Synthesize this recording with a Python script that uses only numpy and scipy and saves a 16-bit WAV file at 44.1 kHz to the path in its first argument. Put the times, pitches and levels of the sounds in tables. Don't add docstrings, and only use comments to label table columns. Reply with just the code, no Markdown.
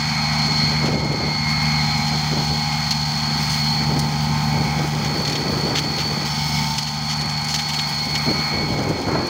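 import sys
import numpy as np
from scipy import signal
from scipy.fft import rfft, irfft, next_fast_len
from scipy.io import wavfile
from scipy.ndimage import map_coordinates

SR = 44100
rng = np.random.default_rng(int(sys.argv[2]) if len(sys.argv) > 2 else 0)


def master_out(mix):
    frames = np.transpose(np.atleast_2d(mix))
    ceiling = np.clip(frames, -1, 1)
    pcm = np.round(ceiling * 32767).astype(np.int16)
    wavfile.write(sys.argv[1], SR, pcm)


N = 409688
CYLINDERS = 3


def amp(db):
    return 10 ** (np.asarray(db) / 20)


def unit(x):
    return x / np.sqrt(np.mean(x ** 2) + 1e-20)


def curves(rows):
    times, *columns = np.transpose(rows)
    return [np.interp(np.arange(N) / SR, times, column) for column in columns]


def wobble(rate):
    knots = rng.standard_normal(int(N * rate / SR) + 4)
    return map_coordinates(knots, [np.arange(N) * rate / SR], mode="mirror")


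def beat(turns, lag=0):
    return np.cos(2 * np.pi * (turns - lag))


def filtered(x, response):
    size = next_fast_len(N + 8192)
    return irfft(rfft(x, size) * response(np.fft.rfftfreq(size, 1 / SR)), size)[:N]


def noise(spectrum, envelope=1):
    points_hz, db = np.transpose(spectrum)
    white = envelope * rng.standard_normal(N)
    return unit(filtered(white, lambda hz: amp(np.interp(np.log(hz + 1), np.log(points_hz), db))))


def ringing(modes, hz):
    return 1 + sum(amp(db) * 1j * hz * width / (centre ** 2 - hz ** 2 + 1j * hz * width)
                   for centre, width, db in modes)


# time in seconds, level in dB.
EXHAUST_LEVEL = [(0, -25.5), (.8, -21.5), (1.15, -27), (1.7, -22.5), (3, -25.5), (4.5, -21), (5.3, -28),
                 (6.2, -29.5), (6.55, -22.5), (6.85, -29.5), (7.3, -26.5), (7.6, -30.5), (8.2, -28),
                 (9.29, -39)]
# multiple of the engine cycle rate, relative level in dB.
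DRONE_TONES = [(3, -11.5), (6, 0.5), (9, -6), (10, -18)]
# frequency in Hz, relative level in dB.
PIPE_COLOUR = [(25, -40), (45, -35), (62, -8), (100, -1), (125, 1), (200, 2), (245, -5.5), (275, -14.5),
               (420, -24), (600, -30), (1000, -58)]

def exhaust(firings, pipe_db=-7.5, uneven=0.045):
    level_db, = curves(EXHAUST_LEVEL)
    cycle = firings / CYLINDERS
    drone = unit(sum(-amp(db) * beat(order * cycle) for order, db in DRONE_TONES))
    drone *= (1 + uneven * beat(cycle)) * amp(0.51 * wobble(21))
    gas = noise(PIPE_COLOUR, amp(0.82 * beat(firings)))
    return amp(level_db) * (drone + amp(pipe_db) * gas)


# time in seconds, combustion knock in dB, valve clatter in dB.
BLOCK_LEVELS = [(0, -32, -31.5), (.3, -28.5, -33), (.85, -31, -33.5), (.98, -35, -39.5),
                (1.65, -29.5, -33.5), (2.45, -30.5, -35.5), (3.1, -31.5, -36), (3.7, -31, -35),
                (4.5, -29, -35.5), (5.3, -34, -35.5), (6.2, -34, -37.5), (6.65, -31, -35.5),
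                (6.85, -34, -39.5), (7.3, -33.5, -37), (8.3, -32, -35.5), (9.29, -35.5, -40)]
# multiple of the engine cycle rate, relative level in dB.
BLOCK_TONES = [(27, -24.5), (29, -19.5), (30, -20.5), (31, -19.5), (32, -18.5), (33, -12), (34, -18),
               (35, -23), (37, -23.5), (42, -17.5), (43, -33), (48, -41), (51, -19.5), (60, -23), (63, -24)]
# frequency in Hz, relative level in dB.
RATTLE_COLOUR = [(300, -20), (540, -17), (640, -7), (730, 1), (860, 2), (940, 5.5), (1050, -9.5),
                 (1200, -43), (2000, -52)]
VALVE_COLOUR = [(700, -18), (1050, -4), (1150, -2), (1290, -0.5), (1380, -5), (1500, -6), (1620, -3.5),
                (1770, -10.5), (1940, 1), (2050, -3), (2350, -1.5), (2520, -3.5), (2780, -23),
                (4000, -33.5)]

def block(firings, tones_db=-2, rattle_db=-6.0, valves_db=2, fade_db=2.0):
    knock_db, clatter_db = curves(BLOCK_LEVELS)
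    cycle = firings / CYLINDERS
    tones = unit(sum(amp(db + fade_db * wobble(4)) * beat(order * cycle, rng.random())
                     for order, db in BLOCK_TONES))
    strikes = amp(0.81 * beat(2 * firings, 0.61) + 2 * beat(firings, 0.56))
    knock = amp(tones_db) * tones + amp(rattle_db) * noise(RATTLE_COLOUR, strikes)
    clatter = amp(clatter_db + valves_db + 1.3 * wobble(7.3)) * noise(VALVE_COLOUR, strikes)
    return amp(knock_db) * knock + clatter


# peak time, rise and fall in seconds, level in dB.
PUMP_SWELLS = [(4.55, 0.87, 0.2, -36), (6.7, 0.25, 0.13, -33)]

def pump(firings, order=36, idle_db=-43, waver_db=2.0):
    t = np.arange(N) / SR
    cycle = firings / CYLINDERS
    load_power = sum(amp(db) ** 2 * np.exp(-((t - peak) / np.where(t < peak, rise, fall)) ** 2)
                     for peak, rise, fall, db in PUMP_SWELLS)
    hum = unit(beat(order * cycle) * amp(waver_db * wobble(25)))
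    return np.sqrt(amp(idle_db) ** 2 + load_power) * hum


# time in seconds, pitch swing in Hz at a bend of 1.
PULSE_SWING = [(0, 120), (2.3, 114), (3.7, 93.5), (5.5, 71), (9.29, 67.9)]

def flow_tone(pitch_hz, level_db, firings, bend, flutter_hz, throb_db, sag, scatter, trim_db):
    swing_hz, = curves(PULSE_SWING)
    push = (beat(firings, 0.29) - sag * beat(2 * firings, 0.67)) * (1 + 0.16 * wobble(60))
    hz = pitch_hz + bend * swing_hz * push + flutter_hz * (wobble(260) + 0.396 * wobble(30))
    throb = amp(throb_db * push + 0.47 * wobble(110) + 0.89 * wobble(14))
    tone = unit(beat(np.cumsum(hz) / SR) * throb)
    t = np.arange(SR // 8) / SR
    brush_tail = rng.standard_normal(len(t)) * amp(-60 * t / 0.15)
    echo = unit(signal.fftconvolve(tone, brush_tail)[:N])
    return amp(level_db + trim_db) * unit(tone + scatter * echo)


# time in seconds, pitch in Hz.
WHISTLE_PITCH = [(0.0, 4340), (0.26, 4308), (1.6, 4345), (1.99, 4240), (2.69, 4328), (6.11, 4413),
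                 (9.29, 4327)]
WHINE_PITCH = [(0, 2180), (.8, 2185), (1.1, 2146), (1.6, 2145), (2, 2205), (2.7, 2170), (4.4, 2195),
               (7.7, 2190), (8.8, 2208), (9.29, 2180)]
# time in seconds, level in dB.
WHISTLE_LEVEL = [(0, -24.5), (.3, -24), (.62, -19), (.98, -30.5), (1.42, -23.5), (3.35, -26), (3.72, -21.5),
                 (4.04, -32), (4.7, -30), (4.9, -41), (5.08, -27.5), (6.1, -26.5), (6.6, -31), (7.2, -27),
                 (8.5, -23), (8.9, -35.5), (9.29, -27.5)]
WHINE_LEVEL = [(0, -32), (.65, -29), (1.1, -35), (1.5, -29), (2, -29.5), (2.45, -39), (2.75, -30.5),
               (3.05, -45), (3.55, -31.5), (4.1, -44), (4.65, -30.5), (4.95, -41), (6.15, -41),
               (6.6, -28.5), (6.85, -45), (7.5, -35), (8.6, -30), (9.29, -40.5)]

def exhaust_whistles(firings):
    whistle = flow_tone(*curves(WHISTLE_PITCH), *curves(WHISTLE_LEVEL), firings, bend=0.93,
                        flutter_hz=49.96, throb_db=1.0, sag=0.2, scatter=0.4, trim_db=-2.0)
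    whine = flow_tone(*curves(WHINE_PITCH), *curves(WHINE_LEVEL), firings, bend=0.46,
                      flutter_hz=19.78, throb_db=1.5, sag=0.18, scatter=0.46, trim_db=-3.0)
    return whistle + whine


# time in seconds, level in dB.
ROTOR_LEVEL = [(0, -35), (.6, -33), (.87, -36.5), (1.05, -40), (1.9, -33.5), (3.25, -35), (3.55, -32),
               (3.85, -36.5), (5.5, -37), (6.2, -36.5), (6.55, -31.5), (6.9, -36.5), (7.35, -38.5),
               (7.7, -35.5), (8.5, -37), (8.8, -39.5), (9.29, -41.5)]
# time in seconds, offset from the rotor's fader in dB.
SPRAY_SHARE = [(0, -20), (1.5, -17), (2.8, -14), (4.3, -10.5), (6.6, -11), (7.3, -15), (8.2, -9),
               (9.29, -14)]
# frequency in Hz, relative level in dB.
HISS_COLOUR = [(1500, -26), (2750, -5.5), (3100, 0.5), (3550, 0.5), (3800, -3), (4300, 4), (4700, 1),
               (5300, -3), (5750, -1.5), (6550, -4.5), (6850, -6.5), (7400, -11), (8000, -16), (14000, -37)]
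SPRAY_COLOUR = [(5000, -20), (8000, 5), (9400, 5.5), (10500, 0), (12500, -3.5), (14000, -7), (14750, 13),
                (15700, 8), (16200, -34)]
# centre in Hz, width in Hz, strength in dB.
HOOD_MODES = [(4906, 166, 0.5), (6500, 160, -9)]

def rotor(firings, hiss_db=4.0, spray_db=-0.9, grain_db=2, spray_growth=0.33):
    rotor_db, = curves(ROTOR_LEVEL)
    share_db, = curves(SPRAY_SHARE)
    fine_db = rotor_db + share_db + spray_growth * (rotor_db - rotor_db.mean())
    grain = amp(grain_db * wobble(700) + 0.49 * wobble(45) + 0.15 * beat(firings, 0.52))
    hiss = unit(filtered(noise(HISS_COLOUR, grain), lambda hz: ringing(HOOD_MODES, hz)))
    spray = amp(fine_db + spray_db + 0.8 * wobble(13)) * noise(SPRAY_COLOUR, grain)
    return amp(rotor_db + hiss_db) * hiss + spray


def ground_bounce(x, strength=0.2, delay_s=0.00094):
    return filtered(x, lambda hz: 1 + strength * np.exp(-2j * np.pi * hz * delay_s))


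# time in seconds, average twigs a second.
TWIG_RATE = [(0, 12), (4.9, 3.5), (5.3, 37), (5.5, 16), (5.8, 52), (6.2, 25.3), (7.1, 47), (7.6, 84),
             (7.9, 30), (8.4, 13.4), (9.29, 8)]
# frequency in Hz, relative level in dB.
SNAP_COLOUR = [(3600, -26), (4300, 5.5), (5000, 5), (6700, 3), (7500, -5.5), (8800, -19)]
CHIP_COLOUR = [(6500, -9), (8000, 1.5), (9700, 2), (11500, -12), (14000, -8), (15500, 0), (16500, -15)]

def twigs(snap_db=-42, chips_db=-50, spread_db=3, t60=0.049):
    rate, = curves(TWIG_RATE)
    snaps = rng.random(N) < rate / SR
    sizes = amp(spread_db * np.minimum(rng.exponential(size=N), 3))
    decay = amp(-60 * np.arange(SR // 8) / SR / t60)
    force = signal.fftconvolve(snaps * sizes, decay)[:N]
    return force * (amp(snap_db) * noise(SNAP_COLOUR) + amp(chips_db) * noise(CHIP_COLOUR))


def gust(start, length, min_rise_s=0.016, rise_share=0.12, t60=0.31):
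    t = np.arange(N) / SR - start
    rise = np.clip(t / (min_rise_s + rise_share * length), 0, 1)
    return rise * amp(-60 * np.clip(t - length, 0, 1) / t60)


# time in seconds, buffeting fader in dB, rumble fader in dB.
BREEZE_LEVELS = [(0, -51, -54), (2, -47, -53), (3.1, -52, -61), (4.3, -41.5, -56), (6.2, -42, -67),
                 (6.9, -50.5, -66), (7.8, -46.5, -66), (9.29, -36, -62)]
# start and length in seconds, buffeting fader in dB, rumble fader in dB.
GUSTS = [(0.426, 0.11, -35.5, -46), (.56, 0.2, -39, -60), (.79, 0.32, -28.5, -50), (1.057, .24, -32, -53),
         (2.1, 0.051, -37, -52), (2.299, 0.094, -32, -43), (2.48, 0.045, -34.5, -39), (3.28, .12, -42, -58),
         (3.783, 0.12, -35.5, -56), (3.89, 0.037, -26, -49), (4.01, .05, -33, -42), (4.505, 0.17, -32, -57),
         (4.755, 0.048, -28, -44), (4.885, 0.25, -33.5, -59), (5.065, .68, -31, -63),
         (5.756, 0.47, -35, -68), (7.19, 0.076, -37.5, -61), (8.05, 0.051, -37, -60),
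         (8.253, 0.035, -25, -53), (8.33, .09, -35.5, -56), (8.495, 0.22, -31.5, -41),
         (8.69, 0.23, -25.5, -48), (8.94, 0.31, -27, -51)]
# start and length in seconds, level in dB.
RASP_GUSTS = [(5.45, 0.3, -33.5), (8.77, 0.1, -38), (9.044, 0.16, -29)]
# frequency in Hz, relative level in dB.
BUFFET_COLOUR = [(25, -32), (45, -21), (70, -4.5), (130, 3.5), (250, 1.5), (400, -2), (600, -7.5),
                 (900, -14), (1500, -22.5), (3000, -40), (8000, -70)]
RASP_COLOUR = [(250, -25), (550, 0), (1400, -5), (2200, -17), (5000, -45)]
RUMBLE_COLOUR = [(22, -18), (38, -19), (55, -4), (70, 0), (100, -4), (160, -13), (400, -60)]

def wind(buffet_db=5, rumble_db=6, lumps_db=2.0, swell_db=2.0):
    gust_power = sum(np.outer(amp(levels_db), gust(start, length)) ** 2
                     for start, length, *levels_db in GUSTS)
    small_eddies, large_eddies = np.sqrt(amp(curves(BREEZE_LEVELS)) ** 2 + gust_power)
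    lumps = amp(lumps_db * wobble(90) + 1.5 * wobble(45))
    edge_gusts = sum(amp(db) * gust(start, length) for start, length, db in RASP_GUSTS)
    rasp = edge_gusts * noise(RASP_COLOUR, lumps)
    buffet = amp(buffet_db) * small_eddies * noise(BUFFET_COLOUR, lumps)
    rumble = amp(rumble_db) * large_eddies * noise(RUMBLE_COLOUR, amp(swell_db * wobble(24)))
    return buffet + rasp + rumble


# start and length in seconds, relative level in dB, brightness in dB.
STICK_BREAKS = [(0.858, 0.02, -35, -1), (1.492, 0.024, -35, 6), (2.908, .018, -27, 2),
                (3.498, .05, -35, 10), (3.991, 0.011, -28, 10), (5.047, .018, -35.5, -1),
                (5.25, .008, -33.5, -1), (5.275, .01, -33, -1), (5.297, .008, -33, -1),
                (5.323, .009, -33, -3), (5.354, .012, -33, -4), (5.754, .04, -30, -5),
                (5.983, .04, -34, -5), (6.782, .012, -29.5, 1), (6.826, 0.0064, -32, 5),
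                (6.873, .018, -36, -2), (7.097, 0.042, -32, 1), (7.212, .01, -32.5, 3),
                (7.296, 0.0067, -33, 5), (7.374, 0.0072, -35, 1), (7.485, .045, -30.5, 4),
                (7.541, .022, -26.5, 2), (7.59, .012, -30.5, -3), (7.693, .015, -33.5, -4),
                (7.735, .014, -32.5, -5), (7.79, 0.0088, -31, -5), (7.89, .012, -37, 11),
                (8.152, 0.01, -30, -3)]
# frequency in Hz, relative level in dB.
CRUNCH_COLOUR = [(600, -15), (1400, 5), (2400, 10), (3800, 12), (4500, -5), (5200, -28.5)]
# centre in Hz, width in Hz, strength in dB.
FLAIL_MODES = [(4330, 180, 4)]

def sticks(crunch_db=-0.6, snap_db=0.3, chips_db=-17.5, splinter_db=2.5, crack=0.81, t60=0.028):
    t = np.arange(SR // 4) / SR
    colours = [CRUNCH_COLOUR, SNAP_COLOUR, CHIP_COLOUR]
    forces = np.zeros((len(colours), N + SR))
    attack = 1 + crack * amp(-60 * t / t60)
    for start, length, db, bright_db in STICK_BREAKS:
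        burst = attack * amp(-60 * np.maximum(t - length, 0) / t60)
        blend = amp([crunch_db - bright_db, snap_db, chips_db + bright_db])
        onset = round(start * SR)
        forces[:, onset:onset + len(t)] += np.outer(amp(db) * blend, burst)
    splinters = amp(splinter_db * wobble(900))
    breaks = sum(force[:N] * noise(colour, splinters) for force, colour in zip(forces, colours))
    return filtered(breaks, lambda hz: ringing(FLAIL_MODES, hz))


# time in seconds, pitch in Hz, fader in dB.
THIN_WHINE_PATH = [(6.15, 5400, -80), (6.3, 5400, -43), (6.55, 5290, -39), (6.72, 5430, -43),
                   (6.85, 5345, -80)]

def thin_whine(firings):
    return flow_tone(*curves(THIN_WHINE_PATH), firings, bend=0.2,
                     flutter_hz=19, throb_db=0.5, sag=0, scatter=0.6, trim_db=3.5)


# time in seconds, firings a second.
FIRING_RATE = [(0, 75.3), (.3, 75.1), (.9, 75.45), (1.2, 74.95), (1.5, 75.2), (2.1, 74.9), (3, 74.75),
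               (3.3, 74.55), (4.5, 74.5), (4.9, 74.75), (5.4, 74.65), (6.2, 73.9), (6.6, 74.25),
               (7.6, 74.85), (8.1, 74.35), (9.29, 74.3)]

def scene():
    firing_hz, = curves(FIRING_RATE)
    firings = np.cumsum(firing_hz + 0.08 * wobble(18)) / SR
    whistles = exhaust_whistles(firings) + thin_whine(firings)
    cutting = ground_bounce(rotor(firings) + sticks() + twigs())
    engine = exhaust(firings) + block(firings) + pump(firings)
    return (engine + whistles + cutting + wind())[None]


def record(dry, top_hz=15800):
    return filtered(dry[0], lambda hz: hz < top_hz)[None]


dry = scene()
out = record(dry)
master_out(out)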